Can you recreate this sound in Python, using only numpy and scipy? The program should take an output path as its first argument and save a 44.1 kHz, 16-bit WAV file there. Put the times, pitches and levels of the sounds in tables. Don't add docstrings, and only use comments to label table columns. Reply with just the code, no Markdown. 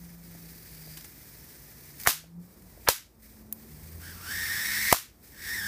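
import sys
import numpy as np
from scipy import signal
from scipy.fft import rfft, irfft
from scipy.io import wavfile
from scipy.ndimage import uniform_filter1d

SR = 44100
rng = np.random.default_rng(int(sys.argv[2]) if len(sys.argv) > 2 else 0)


def persist_wave(psi):
    counts = np.round(np.clip(psi, -1, 1) * 32767).astype(np.int16)
    wavfile.write(sys.argv[1], SR, np.atleast_2d(counts).T)


N = 250047
T = np.arange(N) / SR

# (time [s], level [dB])
CORONA_LEVEL = [(0, -52.5), (.08, -49), (.19, -54.5), (.26, -48.5), (.95, -45.5), (1.1, -47.5),
                (1.98, -48.5), (2.01, -42), (2.5, -56.5), (2.84, -55), (3.26, -48.5), (3.39, -53.5),
                (3.44, -58), (3.52, -60.5), (3.59, -51.5), (3.95, -48), (4.05, -46.5), (5.26, -44.5),
                (5.35, -49)]
# (frequency [Hz], level [dB])
CORONA_SPECTRUM = [(300, -17), (1250, -8.5), (1750, 2.5), (2400, 0), (2750, -7), (3100, -7.5), (4000, -5),
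                   (5000, -0.5), (7400, -3), (8700, -1), (10800, -1.5), (13000, 2.5), (15200, 6)]
# (time [s], frequency [Hz], strength [dB])
HOLLOW_RESONANCE = [(0, 6200, 0), (.2, 5960, -8), (.27, 4570, -15.5), (.95, 4730, 6.5), (1.1, 5430, -9.5),
                    (1.9, 6060, -11), (2.5, 8310, -4.5), (3.3, 8430, -5.5), (3.9, 8460, -2.5)]
SURGE_DB, SURGE_S, DRAINED_DB, RETURN_S = 10, 0.058, -10, 0.044


def corona(grain_db=-0.5, flutter_db=1.0, sputter_db=10.0):
    level_db = curves(CORONA_LEVEL)[0]
    for s, *_, recharge_s in FLASHOVERS:
        surge = SURGE_DB * np.exp(-abs(T - s) / SURGE_S)
        drained = DRAINED_DB * np.clip((s + recharge_s - T) / RETURN_S + .5, 0, 1)
        level_db = level_db + np.where(T < s, surge, drained)
    level = amp(level_db)
    grain = amp(grain_db * np.minimum(rng.exponential(1, N), 4))
    pops = rng.standard_normal(N) * grain
    hiss = through_gaps(coloured(pops, CORONA_SPECTRUM), depth=0.28)
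    hollow_hz, hollow_db = curves(HOLLOW_RESONANCE)
    hiss += amp(hollow_db) * resonate(hiss, hollow_hz, width=270)
    flutter = flutter_db * wander(hz=39.8)
    sputter = sputter_db * (level / level.max()) ** 2 * wander(hz=160)
    return evened(hiss) * level * amp(flutter + sputter)


# (time [s], mean rate [sparks/s], level [dB], scatter [1])
SPARK_TRAINS = [
    [(4.0, 1300, -58, .16), (4.05, 1600, -48.5, 0.13), (4.115, 1660, -51, .12), (4.14, 1230, -52.5, .18),
     (4.21, 1240, -50, .15), (4.275, 1450, -41.5, .145), (4.32, 1800, -37.5, .1), (4.6, 1880, -34.5, .098),
     (4.85, 1963, -32, .097), (4.92, 2100, -27.5, .15)],
    [(5.32, 1750, -58.5, 0.13), (5.45, 1810, -39.5, .115), (5.55, 1880, -37.5, 0.053),
     (5.61, 1740, -40, .068), (5.67, 1710, -36, 0.066)],
]
# (frequency [Hz], level [dB])
SPARK_SPECTRUM = [(300, -4), (800, 6.5), (1350, 0.5), (1700, 6.5), (2050, 1.5), (2350, -1), (3000, 0),
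                  (3350, -1.5), (4100, -5.5), (5400, -2), (6800, -4), (10000, -4), (12500, -5),
                  (15200, -1.5)]
USUAL_SCATTER, WHINE_DB, WHINE_LOSS_DB = 0.1, -5, 6


def spark_train(drift=0.034, size_db=2.5, wet_db=-2, undertone_db=-20):
    all_rows = [row for rows in SPARK_TRAINS for row in rows]
    rate, level_db, scatter = curves(all_rows)
    whine_db = WHINE_DB - WHINE_LOSS_DB * np.log2(scatter / USUAL_SCATTER)
    rate = rate * np.exp(drift * wander(hz=54.7) + scatter * wander(hz=925))
    turns = np.cumsum(rate) / SR
    fires = np.diff(np.floor(turns), prepend=0)
    sizes = amp(size_db * wander(hz=600))
    sparks = coloured((fires - rate / SR) * sizes, SPARK_SPECTRUM)
    whine = np.cos(2 * np.pi * turns) + amp(undertone_db) * np.cos(np.pi * turns)
    level = amp(level_db) * sum(gate(rows, fade=0.0013) for rows in SPARK_TRAINS)
    direct = (through_gaps(sparks, depth=1.0) + amp(whine_db) * whine) * level
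    return direct + reverberated(direct, wet_db)


# (frequency [Hz], width [Hz], lift [dB])
GAP_RESONANCES = [(2490, 65, 1.5), (3920, 490, 5), (4584, 92, 10), (5230, 710, 5), (5930, 180, -1.5),
                  (6240, 340, 3), (6600, 170, -1.5), (8020, 250, 6), (8900, 120, 3.5), (9750, 370, 3.5),
                  (10490, 200, 2.5), (12200, 330, 1), (13910, 330, 4.5), (14900, 440, 2)]


def through_gaps(x, depth, linger_s=.0005):
    hz = np.fft.rfftfreq(N, 1 / SR)
    bells = [db * np.exp(-2 * ((hz - centre) / width) ** 2) for centre, width, db in GAP_RESONANCES]
    lift_db = depth * sum(bells)
    lag = 2 * np.pi * np.cumsum(linger_s * lift_db) * SR / N
    return evened(irfft(rfft(x) * amp(lift_db) * np.exp(-1j * lag), N))


# (time [s], blast [dB], blast centre [Hz], tuning [1], bounce [s], crack [dB], room [dB],
#  noise before the snap [dB], recharge time [s])
FLASHOVERS = [(2.0721, -6, 1620, 0.95, 0.0027, -8, -9.5, -23.5, 0.34),
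              (2.8865, -6.5, 1037, .96, 0.00213, -5, -11, -18, .32),
              (4.9262, -1, 884, 0.946, 0.00097, -2.5, -9, -28.5, .29)]
# (frequency [Hz], level [dB], t60 [s])
CHASSIS_MODES = [(560, 1.5, 0.02), (740, -1, 0.033), (975, 1.5, 0.011), (1344, -3.5, 0.018),
                 (1747, 0.5, 0.018), (2267, 0.5, 0.01), (3440, -12, 0.011)]


def snaps(clump_db=3, clump_s=0.054, bounce=0.52, crack_s=0.0045, build_s=.006, blast_octaves=0.91,
          thump_db=-17, thump_hz=110, thump_s=0.0032):
    out = np.zeros(N)
    for s, blast_db, hz, tuning, bounce_s, crack_db, room_db, *_ in FLASHOVERS:
        tail = room_tail()
        t = np.arange(len(tail)) / SR
        blast = np.zeros(len(t))
        for k, (f, db, t60) in enumerate(CHASSIS_MODES):
            share = np.exp(-.5 * (np.log2(f / hz) / blast_octaves) ** 2)
            decay = amp(db - 60 * t / t60)
            blast += (-1) ** k * share * decay * np.sin(2 * np.pi * f * tuning * t)
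        blast += bounce * np.interp(t - bounce_s, t, blast, left=0)
        crack = coloured(rng.standard_normal(len(t)), TAIL_SPECTRUM) * np.exp(-(t / crack_s) ** 2)
        thump = np.sin(2 * np.pi * thump_hz * t) * np.exp(-t / thump_s)
        clumps = amp(clump_db * wander(hz=170)[:len(t)] * np.exp(-t / clump_s))
        room = tail * (1 - np.exp(-t / build_s)) * clumps
        add(out, s, amp(blast_db) * blast + amp(crack_db) * crack)
        add(out, s, amp(thump_db) * thump + amp(room_db) * room)
    return out


# (frequency [Hz], level [dB])
TAIL_SPECTRUM = [(60, -14.5), (300, -5), (700, -4.5), (1500, -0.5), (2500, -1), (3300, -0.5), (5500, 1.5),
                 (8000, 0), (10500, 0.5), (13000, 3.5), (15200, 2)]
# (frequency [Hz], t60 [s])
ROOM_DECAY = [(100, 0.094), (600, 0.16), (1500, 0.28), (5000, 0.27), (15000, 0.22)]


def room_tail():
    noise = coloured(rng.standard_normal(SR // 2), TAIL_SPECTRUM)
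    hz, t, z = signal.stft(noise, SR, nperseg=256)
    decay = amp(-60 * t / read(ROOM_DECAY, hz)[:, None])
    return signal.istft(z * decay, SR, nperseg=256)[1]


def reverberated(direct, wet_db):
    tail = room_tail()
    return amp(wet_db) * signal.fftconvolve(direct, tail / np.linalg.norm(tail))[:N]


PRE_AHEAD_S, PRE_RISE_S, PRE_DECAY_S = 0.008, 0.0032, 0.0033


def pre_snap_noise():
    out = np.zeros(N)
    noise = band_noise(1350, 0.73, size=N)
    for s, *_, pre_db, _ in FLASHOVERS:
        t = T - s + PRE_AHEAD_S
        out += amp(pre_db) * noise * np.exp(np.minimum(t / PRE_RISE_S, -t / PRE_DECAY_S))
    return out


AFTER_S, AFTER_DB, AFTER_LOSS_DB = .0193, -15, -11


def after_bursts():
    out = np.zeros(N)
    for s, *_ in FLASHOVERS:
        for k in range(2):
            after_db = AFTER_DB + k * AFTER_LOSS_DB
            add(out, s + (k + 1) * AFTER_S, burst(after_db, hz=1130, octaves=0.31, decay_s=0.0013))
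    return out


# (time [s], level [dB], centre [Hz], width [octaves], decay constant [s])
STRAY_SPARKS = [(.972, -39, 6000, 5.4, 0.012), (1.01, -41, 8000, 2.64, 0.0027),
                (1.044, -40.5, 5000, 2.4, 0.0087), (2.0, -35.5, 6000, 2, 0.0031),
                (2.622, -53.5, 7100, 1.7, 0.004), (3.526, -21, 13300, 0.55, 0.0023)]


def stray_sparks():
    out = np.zeros(N)
    for s, *spark in STRAY_SPARKS:
        add(out, s, burst(*spark))
    return out


# (time [s], level [dB])
HANDLING_KNOCKS = [(.35, -54.5), (.872, -45.5), (2.24, -48), (2.775, -52)]


def knocks():
    out = np.zeros(N)
    for s, db in HANDLING_KNOCKS:
        add(out, s, burst(db, hz=590, octaves=0.29, decay_s=0.007))
    return out


def ticks(wet_db=-18):
    direct = stray_sparks() + knocks() + pre_snap_noise() + after_bursts()
    return direct + reverberated(direct, wet_db)


# (time [s], pitch [Hz], level [dB])
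HUM_GLIDES = [
    [(0, 172, -57.5), (.5, 166.6, -53), (.66, 162, -65), (.76, 158, -59.5), (.98, 156, -59.5),
     (1.08, 150, -64), (1.8, 144.5, -59.5), (2.03, 143.9, -57)],
    [(2.13, 155.8, -57.5), (2.39, 173.7, -51.5), (2.52, 180, -73), (2.68, 184, -55)],
    [(3.17, 221, -61.5), (3.48, 215, -53), (3.76, 227.6, -58.5)],
    [(3.7, 74.85, -56), (3.96, 82.7, -54), (4.27, 89.2, -50.5), (4.48, 88, -54), (4.66, 99.1, -59),
     (4.88, 104.9, -55.5)],
    [(5.35, 90.9, -66), (5.56, 92.6, -63), (5.67, 102.7, -50.5)],
]
# (pitch [Hz], level [dB])
OCTAVE_LEVEL = [(77, 3), (88, -7.5), (101, 4.5), (150, -25.5)]
MAINS_HZ, MAINS_DB = 55.7, -59


def hum(waver_db=1.1):
    out = amp(MAINS_DB) * np.sin(2 * np.pi * MAINS_HZ * T)
    for rows in HUM_GLIDES:
        hz, db = curves(rows)
        phase = 2 * np.pi * (np.cumsum(hz) / SR + rng.random())
        fundamental = amp(boom_db(hz)) * np.sin(phase)
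        octave = amp(read(OCTAVE_LEVEL, hz)) * np.sin(2 * phase)
        out += gate(rows, fade=0.01) * amp(db) * (fundamental + octave)
    return np.sqrt(2) * out * amp(waver_db * wander(hz=9.7))


# (frequency [Hz], width [Hz], lift [dB])
BOOM_MODES = [(82.4, 4.7, 9), (157, 4.8, 7.5), (174.55, 9.2, 13)]


def boom_db(hz):
    return sum(db / (1 + (2 * (hz - centre) / width) ** 2) for centre, width, db in BOOM_MODES)


# (frequency [Hz], level [dB])
RUMBLE_SPECTRUM = [(15, -40), (28, -17.5), (42, -3.5), (58, 0.5), (100, -3), (140, -5.5), (185, -7.5),
                   (222, -6), (260, -10), (310, -9), (460, -15), (700, -21.5), (1300, -27.5), (2500, -48),
                   (5000, -75)]
# (time [s], level [dB])
RUMBLE_LEVEL = [(0, -54.5), (1, -55.5), (2, -54.5), (3.2, -55), (4.3, -51), (5.67, -51)]


def rumble(air_db=-71):
    low = coloured(rng.standard_normal(N), RUMBLE_SPECTRUM) * amp(curves(RUMBLE_LEVEL)[0])
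    return low + amp(air_db) * band_noise(690, 0.78, size=N)


def burst(db, hz, octaves, decay_s):
    t = np.arange(SR // 10) / SR
    return amp(db) * band_noise(hz, octaves, size=len(t)) * np.exp(-t / decay_s)


def band_noise(hz, octaves, size):
    away = np.log2((np.fft.rfftfreq(size, 1 / SR) + 1) / hz) / octaves
    return evened(irfft(rfft(rng.standard_normal(size)) * np.exp(-.5 * away ** 2), size))


def coloured(x, points):
    gain = amp(read(points, np.fft.rfftfreq(len(x), 1 / SR)))
    return evened(irfft(rfft(x) * gain, len(x)))


def resonate(x, hz, width):
    turn = np.exp(2j * np.pi * np.cumsum(hz * np.ones(len(x))) / SR)
    r = np.exp(-np.pi * width / SR)
    smooth = signal.lfilter([1 - r], [1, -r], x / turn + 1e-18)
    return 2 * (turn * smooth).real


def wander(hz):
    lowpass = 1 / (1 + (np.fft.rfftfreq(N, 1 / SR) / hz) ** 4)
    return evened(irfft(rfft(rng.standard_normal(N)) * lowpass, N))


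def amp(db):
    return 10 ** (np.asarray(db) / 20)


def evened(x):
    return x / np.sqrt(np.mean(x ** 2) + 1e-20)


def read(points, hz):
    f, value = np.transpose(points)
    return np.interp(np.log(hz + 1), np.log(f + 1), value)


def curves(rows):
    s, *columns = np.transpose(rows)
    return [np.interp(T, s, c) for c in columns]


def gate(rows, fade):
    return np.clip(1 + np.minimum(T - rows[0][0], rows[-1][0] - T) / fade, 0, 1)


def add(mix, s, sound):
    part = mix[round(s * SR):][:len(sound)]
    part += sound[:len(part)]


def scene():
    mono = corona() + spark_train() + snaps() + ticks() + hum() + rumble()
    return np.tile(mono, (2, 1))


def record(dry, ceiling=1.0, threshold_db=-21, slope=0.73, recovery_db=26, attack_s=0.0076):
    clipped = ceiling * np.tanh(dry / ceiling)
    power_db = 10 * np.log10(abs(uniform_filter1d(clipped[0] ** 2, size=200)) + 1e-12)
    fall = T * recovery_db
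    held_db = np.maximum.accumulate(power_db + fall) - fall
    over_db = np.maximum(held_db - threshold_db, 0)
    r = np.exp(-1 / (attack_s * SR))
    ducked = clipped / amp(slope * signal.lfilter([1 - r], [1, -r], over_db))
    highpass = signal.butter(2, 44, "highpass", fs=SR, output="sos")
    thinned = signal.sosfilt(highpass, ducked)
    lowpass = signal.firwin(611, 15400, window=("kaiser", 8), fs=SR)
    return signal.oaconvolve(thinned, lowpass[None], "same")


dry = scene()
out = record(dry)
persist_wave(out)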